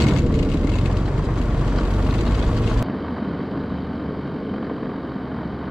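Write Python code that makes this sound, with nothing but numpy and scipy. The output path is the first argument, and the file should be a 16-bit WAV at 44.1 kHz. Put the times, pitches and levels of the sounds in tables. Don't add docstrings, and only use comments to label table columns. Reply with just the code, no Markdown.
import sys
import numpy as np
from scipy import signal
from scipy.fft import rfft, irfft
from scipy.io import wavfile
from scipy.ndimage import uniform_filter1d

SR = 44100
rng = np.random.default_rng(int(sys.argv[2]) if len(sys.argv) > 2 else 0)


def log_audio(samples):
    frames = np.atleast_2d(samples).T
    limited = np.clip(frames, -1, 1)
    pcm = np.round(limited * 32767).astype(np.int16)
    wavfile.write(sys.argv[1], SR, pcm)


N = 251370
TIME = np.arange(N) / SR
FREQS = np.maximum(np.arange(N // 2 + 1) * SR / N, 1)
SIDES = np.array([[1], [-1]])


# multiple of the firing rate, depth of its chugging in dB.
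BOOM_TONES = [(.75, 4), (1, 0), (2, 2.5), (2.5, 0.5)]
# time in seconds, then each tone's gain in dB.
BOOM_SWELLS = [(0.1, -44, -39, -28, -34.2), (0.3, -42.0, -27, -34, -41), (0.45, -42.0, -26.0, -31.5, -33),
               (0.6, -40, -25.5, -33, -49), (0.75, -42.0, -24.5, -25, -31.5), (1, -48, -25.5, -29.5, -31),
               (1.2, -52, -26.5, -30, -32.9), (1.45, -40, -25.5, -29.5, -30.5),
               (1.62, -39, -22.5, -40, -30.3), (1.8, -33, -22.5, -38, -44), (2, -40, -22, -28, -41),
               (2.2, -32.0, -25, -30, -28), (2.35, -35.5, -20.5, -31, -44), (2.5, -30, -30, -25, -34),
               (2.65, -25.5, -38, -24, -38), (2.76, -25, -27, -25.5, -39)]
def boom(fired):
    out = from_db(-36.5 + 2 * drift(8.9)) * tone(fired, 1.5)
    for (multiple, chug_db), db in zip(BOOM_TONES, in_time(BOOM_SWELLS)):
        out += from_db(db + 0.96 + chug_db * drift(18)) * tone(fired, multiple)
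    return out


# frequency in Hz, gain in dB.
REAR_RUMBLE_COLOUR = [(14, -25), (23, 2), (34, -16), (60, 1), (100, -3), (135, -1), (170, -3.5), (280, -4),
                      (330, -5.5), (370, -11.5), (480, -9.5), (550, -18), (620, -19), (720, -53)]
# time in seconds, gain in dB.
REAR_RUMBLE_SWELLS = [(0, 6.5), (0.14, 3), (0.36, 3.5), (0.5, 0.7), (0.65, -1), (0.76, -0.6), (1.08, -1.5),
                      (1.17, 0.6), (1.35, -2), (1.65, 0), (1.83, -1), (1.95, -1.5), (2.15, 0.3), (2.33, 0),
                      (2.68, 1), (2.82, -1.2)]
def rear_rumble(fired):
    shake = bursts(fired, uneven_db=-6, decay_s=0.0066, steady_db=11, jitter_s=0.003)
    shake += from_db(-10) * skin_ring(fired, uneven_db=1, decay_s=0.0075, jitter_s=0.00038)
    swell_db, = in_time(REAR_RUMBLE_SWELLS)
    return from_db(-22.5 + swell_db) * evened(colour(spread(shake), REAR_RUMBLE_COLOUR))


# multiple of the firing rate, level in dB against the rumbling noise.
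IDLE_TONES = [(1, -30.5), (2, -22.5), (4, -11), (8, -26), (11, -20.5), (12, -22), (14, -27.5)]
# frequency in Hz, gain in dB.
PANEL_RUMBLE_COLOUR = [(15, -24), (40, -26), (65, -14), (100, -11.5), (135, -4.5), (190, -1.5), (260, 1),
                       (315, -3.5), (350, -7), (450, -7), (530, -13), (565, -28.5), (620, -12.5),
                       (720, -39)]
# time in seconds, gain in dB.
LOW_SWELLS = [(2.88, 3.5), (2.92, 0.5), (3.03, -2), (3.23, 1.8), (3.29, 3), (3.41, 0), (3.77, 2.5),
              (3.92, -0.6), (4.25, 0.5), (4.35, 1), (4.42, -3.5), (4.51, 4), (4.6, -1), (4.82, -2.6),
              (4.89, 1), (5.03, -6), (5.12, 0.5), (5.25, -3), (5.39, 1.3), (5.52, 0.5), (5.59, -4),
              (5.68, 0.1)]
UPPER_SWELLS = [(2.88, 0.1), (3.06, 1), (3.21, -1.3), (3.39, 1), (3.57, 1), (3.73, -0.2), (3.85, -0.8),
                (3.97, 0.3), (4.12, 0), (4.25, -1), (4.43, 0.9), (4.61, 1.7), (4.77, -0.5), (4.85, 2.2),
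                (4.95, -0.7), (5.06, 0.5), (5.12, -1.5), (5.34, -1.2), (5.47, -2), (5.68, -2)]
def panel_rumble(fired, split_hz=225):
    tones = sum(from_db(db + 2.3 * drift(4.3)) * tone(fired, multiple) for multiple, db in IDLE_TONES)
    shake = bursts(fired, uneven_db=2.5, decay_s=0.0079, steady_db=4, jitter_s=0.00057)
    shake += from_db(-7.5) * skin_ring(fired, uneven_db=4.5, decay_s=0.021, jitter_s=0.00023)
    rumble = colour(shake[0], PANEL_RUMBLE_COLOUR) + tones
    low = irfft(rfft(rumble) / (1 + (FREQS / split_hz) ** 16), N)
    low_db, upper_db = in_time(LOW_SWELLS) + in_time(UPPER_SWELLS)
    return (from_db(-32 + low_db) * evened(low, window_s=0.14)
            + from_db(-31 + upper_db) * evened(rumble - low, window_s=0.11))


def cabin_drone(fired, rate):
    air = ring(firings(fired, uneven_db=3.5, jitter_s=0.00016), hz=131, ring_s=0.56)
    return with_speed(rate, -48, db_per_doubling=-7) * surge(db=22, decay_s=1) * rms_one(air)


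# frequency in Hz, gain in dB.
REAR_CLATTER_COLOUR = [(350, -53), (600, 1), (820, -6.5), (884, -4), (1100, -5), (1280, -9.5), (1390, -7),
                       (1580, -11.5), (2000, -14.5), (2600, -24.5), (4400, -120)]
# centre in Hz, width in Hz, lift in dB.
REAR_RESONANCES = [(1132, 52, 4.5), (2130, 67, 0), (2454, 25, 4), (2570, 54, 1.5), (2740, 61, 3),
                   (3130, 140, 4), (3440, 40, 6.5), (3966, 64, 10.5), (4230, 160, 11.5), (4340, 90, 7),
                   (5470, 100, 9), (6120, 72, 6), (6540, 110, 6), (6680, 74, -12)]
# time in seconds, gain in dB.
REAR_CLATTER_SWELLS = [(0, 4), (0.14, 3.5), (0.23, -4.5), (0.45, -3.5), (0.62, -3), (0.9, -0.3), (1.08, -1),
                       (1.45, -0.6), (1.78, 1.5), (1.9, 1), (2.35, 1), (2.82, 1.9)]
def rear_clatter(fired):
    valves = spread(bursts(fired, uneven_db=4.5, decay_s=0.007, steady_db=4, jitter_s=0.0022))
    swell_db, = in_time(REAR_CLATTER_SWELLS)
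    return from_db(-35 + swell_db) * evened(colour(valves, REAR_CLATTER_COLOUR, REAR_RESONANCES))


# frequency in Hz, gain in dB.
PANEL_CLATTER_COLOUR = [(350, -25.5), (600, -1.5), (734, 1), (804, -3.5), (911, -2.5), (983, -5),
                        (1160, -0.5), (1320, -7), (1520, -4.5), (2000, -14), (2600, -48), (4400, -120)]
# centre in Hz, width in Hz, lift in dB.
PANEL_RESONANCES = [(926, 40, 3.9), (1043, 34, 5.1), (3070, 220, 11), (3820, 210, 5.8), (4620, 200, 5.5)]
# time in seconds, gain in dB.
PANEL_CLATTER_SWELLS = [(2.84, 0.68), (3.1, 1.1), (3.5, 0.29), (3.95, -0.93), (4.3, -0.78), (4.45, -1.6),
                        (4.7, 0.55), (5.1, -0.4), (5.35, 0.23), (5.69, 0.074)]
def panel_clatter(fired):
    valves = bursts(fired, uneven_db=4, decay_s=0.0049, steady_db=6, jitter_s=0.002)
    valves += from_db(-8.5) * skin_ring(fired, uneven_db=6, decay_s=0.0088, jitter_s=0.0001)
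    swell_db, = in_time(PANEL_CLATTER_SWELLS)
    return from_db(-38.5 + swell_db) * colour(valves[0], PANEL_CLATTER_COLOUR, PANEL_RESONANCES)


# start in seconds, relative level in dB.
RAPS = [(0.048, -19), (0.16, -22), (0.306, -25.5), (0.757, -24.5), (0.898, -20), (1.079, -21),
        (1.193, -26.5), (1.299, -25.5), (1.364, -22.5), (1.547, -23), (1.721, -24.5), (1.787, -19),
        (1.868, -30), (1.992, -23), (2.062, -22), (2.125, -24.5), (2.271, -21.5), (2.33, -25.5),
        (2.376, -23.5), (2.433, -18.5), (2.816, -21.5), (2.898, -23.5), (2.94, -24), (3.083, -21.5),
        (3.181, -25), (3.403, -25.5), (3.575, -30), (4.54, -23.5), (4.63, -25), (4.697, -22.5),
        (4.831, -24), (4.857, -26), (4.897, -28.5), (5.369, -26), (5.416, -23.5), (5.64, -25)]
# frequency in Hz, gain in dB.
RAP_COLOUR = [(250, 1.5), (450, 0.5), (700, 7), (850, 2), (1130, 6), (1350, -6), (1600, -3.5),
              (2100, -10.5), (3200, -22)]
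def hard_firings(decay_s):
    start_s, level_db = np.transpose(RAPS)
    return puffs(clicks_at(start_s, level_db), decay_s, RAP_COLOUR)


# start in seconds, strength in dB.
LUMPS = [(0.1, -36), (0.304, -19), (0.345, -20), (.47, -16), (.545, -13.5), (0.646, -13.5), (.685, -19),
         (1.145, -27), (1.809, -16), (2.114, -21.5), (2.703, -22), (2.897, -21), (2.94, -20), (3.224, -20),
         (3.285, -22), (3.337, -19), (3.574, -16), (3.759, -26), (3.994, -24), (4.09, -19.5), (4.475, -20),
         (4.713, -20), (5.044, -21), (5.245, -25.5)]
# pitch in Hz, gain in dB, ring time in seconds.
SKIN_NOTES = [(161, -11.5, 0.046), (216, -11, 0.078), (272.6, -5, 0.13), (301, -9.5, 0.17),
              (426, -13, 0.06)]
def thumps(vary_db=2.5):
    start_s, strength_db = np.transpose(LUMPS)
    out = 0
    for hz, gain_db, ring_s in SKIN_NOTES:
        chance_db = vary_db * np.clip(rng.standard_normal(len(start_s)), -2, 2)
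        out = out - ring(clicks_at(start_s, strength_db + gain_db + chance_db), hz, ring_s)
    return signal.sosfilt(signal.butter(2, [120, 1500], "band", fs=SR, output="sos"), out)


# start in seconds, strength in dB, left over right in dB,
# pitch of its chink in Hz, level of the chink in dB against the knock.
LOUD_KNOCKS = [(.002, -18.5, 7, 3380, -17), (0.02, -26, 3, 4440, 2), (0.04, -25, 10, 2180, -5),
               (.0672, -27.5, 14, 2180, 1), (.0844, -25, 11, 2217, 0), (0.1088, -28, 12, 2190, -8),
               (.135, -31, 5, 3640, -5), (0.163, -25.5, 10, 2126, -5), (0.1747, -32, 5, 2480, -10),
               (0.186, -27, 8, 2300, -9), (0.2196, -34, 8, 7100, -15), (0.263, -34, 9, 7060, -12),
               (.3222, -33, 8, 2000, -5.5), (0.341, -27, 8, 6900, -16), (.356, -35, 4, 6800, -10),
               (0.3897, -25.5, 7.5, 2840, -6), (.4272, -26.5, 9, 2100, -13), (.4494, -33.5, 11, 2180, -7),
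               (.4888, -32, 10, 2490, -12), (.5, -32.5, 6, 2170, -4), (.517, -31, 10, 2820, -2),
               (0.539, -29.5, 7, 2730, -12), (0.571, -30, 3, 3400, -11), (.6325, -33, 4, 2100, -4),
               (0.6454, -36, 8, 2100, -5), (.6719, -31, 12, 2110, -0.5), (0.693, -28, 8, 6900, -19),
               (.7168, -32, 8, 2100, -1), (.738, -29, 9, 2650, 2), (0.755, -27.5, 7, 6800, -12.5),
               (0.785, -27, 7, 2640, -9), (.8285, -44, 5, 5700, -12), (.8572, -26, 9, 2510, -5),
               (.9248, -34.5, 9, 7100, -14), (0.969, -27.5, 6, 7000, -20), (1.011, -42, 4, 7100, -10),
               (1.4145, -29, 4, 6800, -18), (1.5029, -35, 2, 3410, -8), (1.6764, -29, 0, 4008, -14),
               (1.7234, -39, 0, 6000, -7), (1.8092, -33, 9, 3400, -12), (1.852, -33, 3, 4500, -13),
               (1.938, -32, 2, 5900, -17), (2.0656, -31, 6, 2827, -6), (2.14, -25, 3.5, 2160, -4),
               (2.208, -25.5, 4, 6695, -18), (2.31, -29, 6, 6900, -18), (2.3517, -30, 7, 6000, -12),
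               (2.392, -26, 5, 3150, -9), (2.4847, -42, 1, 4000, -12), (2.58, -30, 3, 2794, -9),
               (2.676, -30, 12, 2760, -2), (2.696, -33, 5, 6500, -8)]
# pitch in Hz, gain in dB, ring time in seconds.
CASE_NOTES = [(2160, 9.5, 0.062), (2537, -1, 0.17), (2670, 6, 0.04), (2815, 14, 0.016), (3100, -15, 0.028),
              (3350, 1, 0.042), (3730, 0, .02), (3930, 10, 0.011), (4270, -15, .025), (4450, -5, 0.057),
              (4600, -10, .02), (5700, -30, .025), (6200, -11, .025), (6650, -7, .02), (6750, -4, 0.02),
              (7750, -20, .02)]
# frequency in Hz, gain in dB.
CRACK_COLOUR = [(1200, -32), (2100, 2.5), (3000, -0.5), (4600, 0), (5500, -8.5), (7800, -7), (9500, -22),
                (12800, -21.5), (14300, -55)]
def gear_knocks(ring_db=-22, crack_db=-11, vary_db=1.5, bounce_db=-4, chink_ring_s=0.038):
    start_s, strength_db, pan_db, chink_hz, chink_db = np.vstack([LOUD_KNOCKS, light_knocks()]).T
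    hits = (start_s * SR).astype(int)
    bounces = hits + (rng.uniform(0.00202, 0.011, len(hits)) * SR).astype(int)
    touches = np.append(hits, bounces)
    strength = from_db(strength_db + pan_db * SIDES / 2)
    clicks = np.zeros((2, N))
    clicks[:, hits] = strength
    clicks[:, bounces] += from_db(bounce_db) * strength
    softened = uniform_filter1d(clicks, size=36)
    out = from_db(crack_db) * puffs(softened, decay_s=0.0042, spectrum=CRACK_COLOUR)
    for hz, gain_db, ring_s in CASE_NOTES:
        chance = np.clip(rng.standard_normal((len(touches), 3)).T, -2, 2)
        struck = np.zeros((2, N))
        struck[:, touches] = clicks[:, touches] * from_db(vary_db * chance[0]) * np.sign(chance[1:])
        out += from_db(ring_db + gain_db) * ring(struck, hz, ring_s)
    age = TIME[:SR // 5]
    envelope = from_db(-60 * age / chink_ring_s) * (1 - np.exp(-age / 0.001))
    for at, sides, hz, db in zip(hits, strength.T, chink_hz, chink_db):
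        chink = from_db(db) * envelope * np.sin(2 * np.pi * hz * age)
        out[:, at:at + len(age)] += np.outer(sides, chink)
    return out


# start and end in seconds, strength in dB, left over right in dB.
RATTLE_SPELLS = [(0, 0.039, -31, 0), (0.052, 0.103, -35, -1), (0.113, 0.197, -37, 4),
                 (0.334, 0.994, -40, 0), (2.05, 2.797, -37, 2)]
def light_knocks(count=10, vary_db=2, chink_db=-5.5):
    rows = []
    for start, end, strength_db, pan_db in RATTLE_SPELLS:
        when = (np.arange(count) + rng.random(count)) / count
        softer_db, lean_db = vary_db * rng.standard_normal((count, 2)).T
        note_hz = np.array(CASE_NOTES)[rng.integers(len(CASE_NOTES), size=count), 0]
        rows.append(np.column_stack([start + when * (end - start), strength_db - softer_db,
                                     pan_db + lean_db, note_hz, np.full(count, chink_db)]))
    return np.vstack(rows)


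# start in seconds, length in seconds, relative level in dB, pitch in Hz.
FITTING_CHATTERS = [(1.052, 0.015, -45, 4400), (1.239, 0.024, -53.5, 7500), (1.37, 0.025, -53, 6930),
                    (1.755, 0.039, -45, 4720), (1.927, 0.023, -54, 5800), (2.013, 0.023, -51, 4700),
                    (2.092, 0.028, -42.5, 4030), (2.172, 0.033, -43, 3930), (2.249, 0.041, -43, 4170),
                    (2.329, 0.025, -44, 4520), (2.405, 0.041, -41, 3740), (2.554, 0.033, -44, 4700),
                    (2.631, 0.016, -44, 3740), (2.686, .05, -51, 4080), (2.772, 0.022, -56, 5340)]
# multiple of its pitch, gain in dB, ring time in seconds.
FITTING_NOTES = [(.68, 2, 0.015), (.93, 3, 0.015), (1.04, -1, 0.023), (1.2, -4, 0.0096), (1.55, -4, 0.0047)]
def loose_fitting(count=8, samples=5000, tick_db=11, carry_db=0.8):
    out = np.zeros((2, N))
    for start_s, length_s, db, hz in FITTING_CHATTERS:
        when = (np.arange(count) + rng.random(count)) / count
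        force = rng.standard_normal(count) + rng.standard_normal((2, count))
        contacts = np.zeros((2, samples))
        contacts[:, (when * length_s * SR).astype(int)] = np.sqrt(np.sin(np.pi * when)) * force
        ringing = sum(from_db(gain_db) * ring(contacts, multiple * hz, ring_s)
                      for multiple, gain_db, ring_s in FITTING_NOTES)
        run = rms_one(from_db(tick_db) * contacts + ringing)
        at = int(start_s * SR)
        out[:, at:at + samples] += from_db(db + carry_db) * np.sqrt(length_s * SR / samples) * run
    return signal.sosfilt(signal.butter(4, 8300, fs=SR, output="sos"), out)


# time in seconds, level in dB.
HUM_SWELLS = [(2.83, -44.5), (3.15, -36), (3.35, -44), (3.7, -37), (3.9, -39), (4.2, -40.5), (4.3, -49),
              (4.85, -50), (5.0, -41.5), (5.7, -40.5)]
def shaft_hum(fired):
    level_db, = in_time(HUM_SWELLS)
    return from_db(level_db + drift(12)) * tone(fired, multiple=1.61)


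# frequency in Hz, gain in dB.
REAR_HISS_COLOUR = [(1180, 1), (2000, -6), (2140, 1), (2370, -4), (3150, -0.5), (3550, -4), (3890, -3),
                    (4200, -16.5), (4610, -2), (5410, -12), (7580, -10), (9510, -20.5), (12300, -29),
                    (15000, -55)]
# time in seconds, gain in dB.
HISS_SWELLS = [(0.25, -7.5), (0.32, -8), (0.37, -2), (0.47, -5.5), (0.54, 1), (0.61, -2.6), (0.78, 1),
               (1.11, -2), (1.24, -0.5), (1.29, -3.5), (1.39, 0), (1.46, -2.5), (1.57, 0.7), (1.82, 1.5),
               (1.99, 1), (2.2, 1.5), (2.46, 1.5), (2.61, 0), (2.69, 4.7), (2.77, 2)]
def rear_hiss(fired, rate):
    rasp = bursts(fired, uneven_db=3, decay_s=0.011, steady_db=1, jitter_s=0.0065, rise_s=0.00073)
    swell_db, = in_time(HISS_SWELLS)
    gain = with_speed(rate, -45 + swell_db, db_per_doubling=3) * surge(db=10.5, decay_s=0.38)
    return gain * evened(colour(spread(rasp), REAR_HISS_COLOUR, REAR_RESONANCES), window_s=0.09)


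# frequency in Hz, gain in dB.
PANEL_HISS_COLOUR = [(1800, -31.5), (2000, -3.5), (2200, 3), (2450, -5), (2800, -8.5), (3500, -10.5),
                     (4200, -9), (4900, -13), (5300, -19), (5800, -29), (7500, -37), (15000, -46.5)]
def panel_hiss(fired, rate):
    ticks = bursts(fired, uneven_db=2, decay_s=0.005, steady_db=7, jitter_s=0.001)
    hiss = colour(ticks[0], PANEL_HISS_COLOUR, PANEL_RESONANCES)
    return with_speed(rate, -53, db_per_doubling=11) * hiss


# pitch in Hz, relative level in dB, ring time in seconds.
COVER_NOTES = [(3050, -62.5, .016), (3170, -64.5, 0.021), (3970, -69, .018), (4550, -67.5, 0.024)]
def rocker_taps(fired, rate):
    taps = sum(from_db(db) * rms_one(ring(firings(fired, uneven_db=3.5, jitter_s=0.004), hz, ring_s))
               for hz, db, ring_s in COVER_NOTES)
    return with_speed(rate, -1.2, db_per_doubling=24) * taps


# frequency in Hz, gain in dB.
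WASH_COLOUR = [(15, -4), (40, 6), (70, 5), (105, -4.5), (135, -16), (170, -30.5)]
def propeller_wash():
    return from_db(-51.5) * colour(rng.standard_normal((2, N)), WASH_COLOUR)


# frequency in Hz, gain in dB.
SIZZLE_COLOUR = [(8800, -1), (10500, -2), (12000, 0), (13000, -5), (14000, -22)]
# time in seconds, gain in steps of 1.2 dB.
SIZZLE_SWELLS = [(0.25, -2.3), (0.28, -4.3), (0.41, -5), (0.64, -2.2), (0.71, -1), (0.85, 0), (1.05, -3),
                 (1.26, -3.5), (1.3, -7), (1.43, 3), (1.52, -2.0), (1.64, -0.3), (1.82, -4), (1.88, 4.5),
                 (2.21, 3.6), (2.49, 1), (2.57, 4), (2.77, 1.2)]
def sizzle():
    swell, = in_time(SIZZLE_SWELLS)
    return from_db(-67.5 + 1.2 * swell) * colour(spread(rng.standard_normal((2, N))), SIZZLE_COLOUR)


def firings(fired, uneven_db, jitter_s):
    due = np.flatnonzero(np.diff(np.floor(fired)))
    lateness, strength = rng.standard_normal((500, 2))[:len(due)].T
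    at = np.clip(due + (lateness * jitter_s * SR).astype(int), 0, N - 1)
    clicks = np.zeros(N)
    clicks[at] = from_db(uneven_db * np.clip(strength, -2, 2))
    return clicks


def bursts(fired, uneven_db, decay_s, steady_db, jitter_s, rise_s=0.0022):
    flare = rms_one(fade(fade(firings(fired, uneven_db, jitter_s), decay_s), rise_s))
    return rms_one(np.sqrt(flare ** 2 + from_db(steady_db) ** 2) * rng.standard_normal((2, N)))


def skin_ring(fired, uneven_db, decay_s, jitter_s):
    response = rfft(rng.standard_normal((2, N)) * np.exp(-TIME / decay_s))
    response /= np.sqrt(uniform_filter1d(np.abs(response) ** 2, size=500))
    return rms_one(irfft(rfft(firings(fired, uneven_db, jitter_s)) * response, N))


def tone(fired, multiple):
    return np.sqrt(2) * np.sin(2 * np.pi * (multiple * fired + rng.random()))


def with_speed(rate, db, db_per_doubling):
    return from_db(db + db_per_doubling * np.log2(rate / 46))


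def surge(db, decay_s):
    return from_db(db * np.exp(-(TIME / decay_s) ** 2))


def clicks_at(start_s, level_db):
    clicks = np.zeros(N)
    clicks[(start_s * SR).astype(int)] = from_db(level_db)
    return clicks


def puffs(clicks, decay_s, spectrum):
    burst = fade(clicks, decay_s) * rng.standard_normal((2, N))
    return np.std(burst) * colour(burst, spectrum)


def ring(clicks, hz, ring_s):
    decay, angle = from_db(-60 / (ring_s * SR)), 2 * np.pi * hz / SR
    return signal.lfilter([0, np.sin(angle)], [1, -2 * decay * np.cos(angle), decay ** 2], clicks + 1e-18)


def fade(clicks, decay_s):
    return signal.lfilter([1], [1, -np.exp(-1 / (decay_s * SR))], clicks + 1e-18)


def drift(hz):
    return rms_one(irfft(rfft(rng.standard_normal(N)) / (1 + (FREQS / hz) ** 4), N))


def colour(x, spectrum, resonances=()):
    lift_db = sum(db / (1 + (2 * (FREQS - centre) / width) ** 2) for centre, width, db in resonances)
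    edges = np.minimum(1, np.minimum(FREQS / spectrum[0][0], spectrum[-1][0] / FREQS)) ** 4
    return rms_one(irfft(rfft(x) * from_db(over_hz(spectrum) + lift_db) * edges, N))


def evened(x, window_s=0.18):
    power = np.mean(np.atleast_2d(x) ** 2, axis=0)
    return rms_one(x / np.sqrt(uniform_filter1d(power, size=int(window_s * SR)) + 1e-12))


# frequency in Hz, likeness (1 is identical).
SIDE_LIKENESS = [(60, 0.97), (200, 1), (400, 0.98), (700, 0.95), (1300, 0.84), (2400, 0.62), (4400, 0.46),
                 (8000, 0.44), (15000, 0)]
# frequency in Hz, left over right in dB.
SIDE_BALANCE = [(200, 0), (700, 1), (1300, 2.5), (2200, 3), (3000, 5), (4400, 0), (8000, -2), (13000, 2)]
def spread(pair, left_lag_s=0.00004):
    alike = over_hz(SIDE_LIKENESS)
    mid, side = rfft(pair)
    both = np.sqrt(1 + alike) * mid + np.sqrt(1 - alike) * side * SIDES
    both[0] *= np.exp(-2j * np.pi * FREQS * left_lag_s)
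    return irfft(both * from_db(over_hz(SIDE_BALANCE) * SIDES / 2), N)


def in_time(rows):
    seconds, *columns = np.transpose(rows)
    return [np.interp(TIME, seconds, column) for column in columns]


def over_hz(points):
    hz, value = np.transpose(points)
    return np.interp(np.log(FREQS), np.log(hz), value)


def from_db(db):
    return 10 ** (np.asarray(db) / 20)


def rms_one(x):
    return x / np.sqrt(np.mean(x ** 2) + 1e-20)


# time in seconds, firings per second.
RUN_UP_SPEED = [(0, 33), (.2, 34.3), (.35, 38.4), (.6, 41.4), (.87, 45), (1.25, 46.7), (1.61, 45.2),
                (1.95, 47.4), (2.25, 51.7), (2.48, 53), (2.82, 57.6)]
def behind_seats():
    rate, = in_time(RUN_UP_SPEED)
    fired = np.cumsum(rate) / SR
    engine = cabin_drone(fired, rate) + rear_rumble(fired) + rear_clatter(fired)
    raps = from_db(-9) * spread(hard_firings(decay_s=0.009))
    hiss = rear_hiss(fired, rate) + sizzle()
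    return engine + raps + hiss + gear_knocks() + boom(fired) + loose_fitting()


# time in seconds, firings per second.
IDLE_SPEED = [(2.83, 49.6), (3.2, 49.55), (3.45, 48.5), (3.68, 48.1), (3.87, 47), (4.25, 46.4), (4.5, 45.6),
              (4.8, 44.8), (5.2, 44.4), (5.7, 44.5)]
def on_panel():
    rate, = in_time(IDLE_SPEED)
    fired = np.cumsum(rate) / SR
    engine = shaft_hum(fired) + panel_rumble(fired) + panel_clatter(fired)
    raps = from_db(-4) * hard_firings(decay_s=0.0051)[0]
    hiss, wash = panel_hiss(fired, rate), propeller_wash()
    microphone_noise = from_db(-76.5) * rng.standard_normal((2, N))
    return engine + raps + hiss + rocker_taps(fired, rate) + wash + microphone_noise


def scene(switch_s=2.8265):
    panel_share = np.clip((TIME - switch_s) * 1000 + 0.5, 0, 1)
    tick = from_db(-13.5) * np.exp(-np.abs(TIME - switch_s) / 0.00056) * (TIME < switch_s)
    return (1 - panel_share) * behind_seats() + panel_share * on_panel() + thumps() + tick


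def record(dry):
    return signal.sosfilt(signal.cheby2(14, 60, 16300, fs=SR, output="sos"), dry)


dry = scene()
out = record(dry)
log_audio(out)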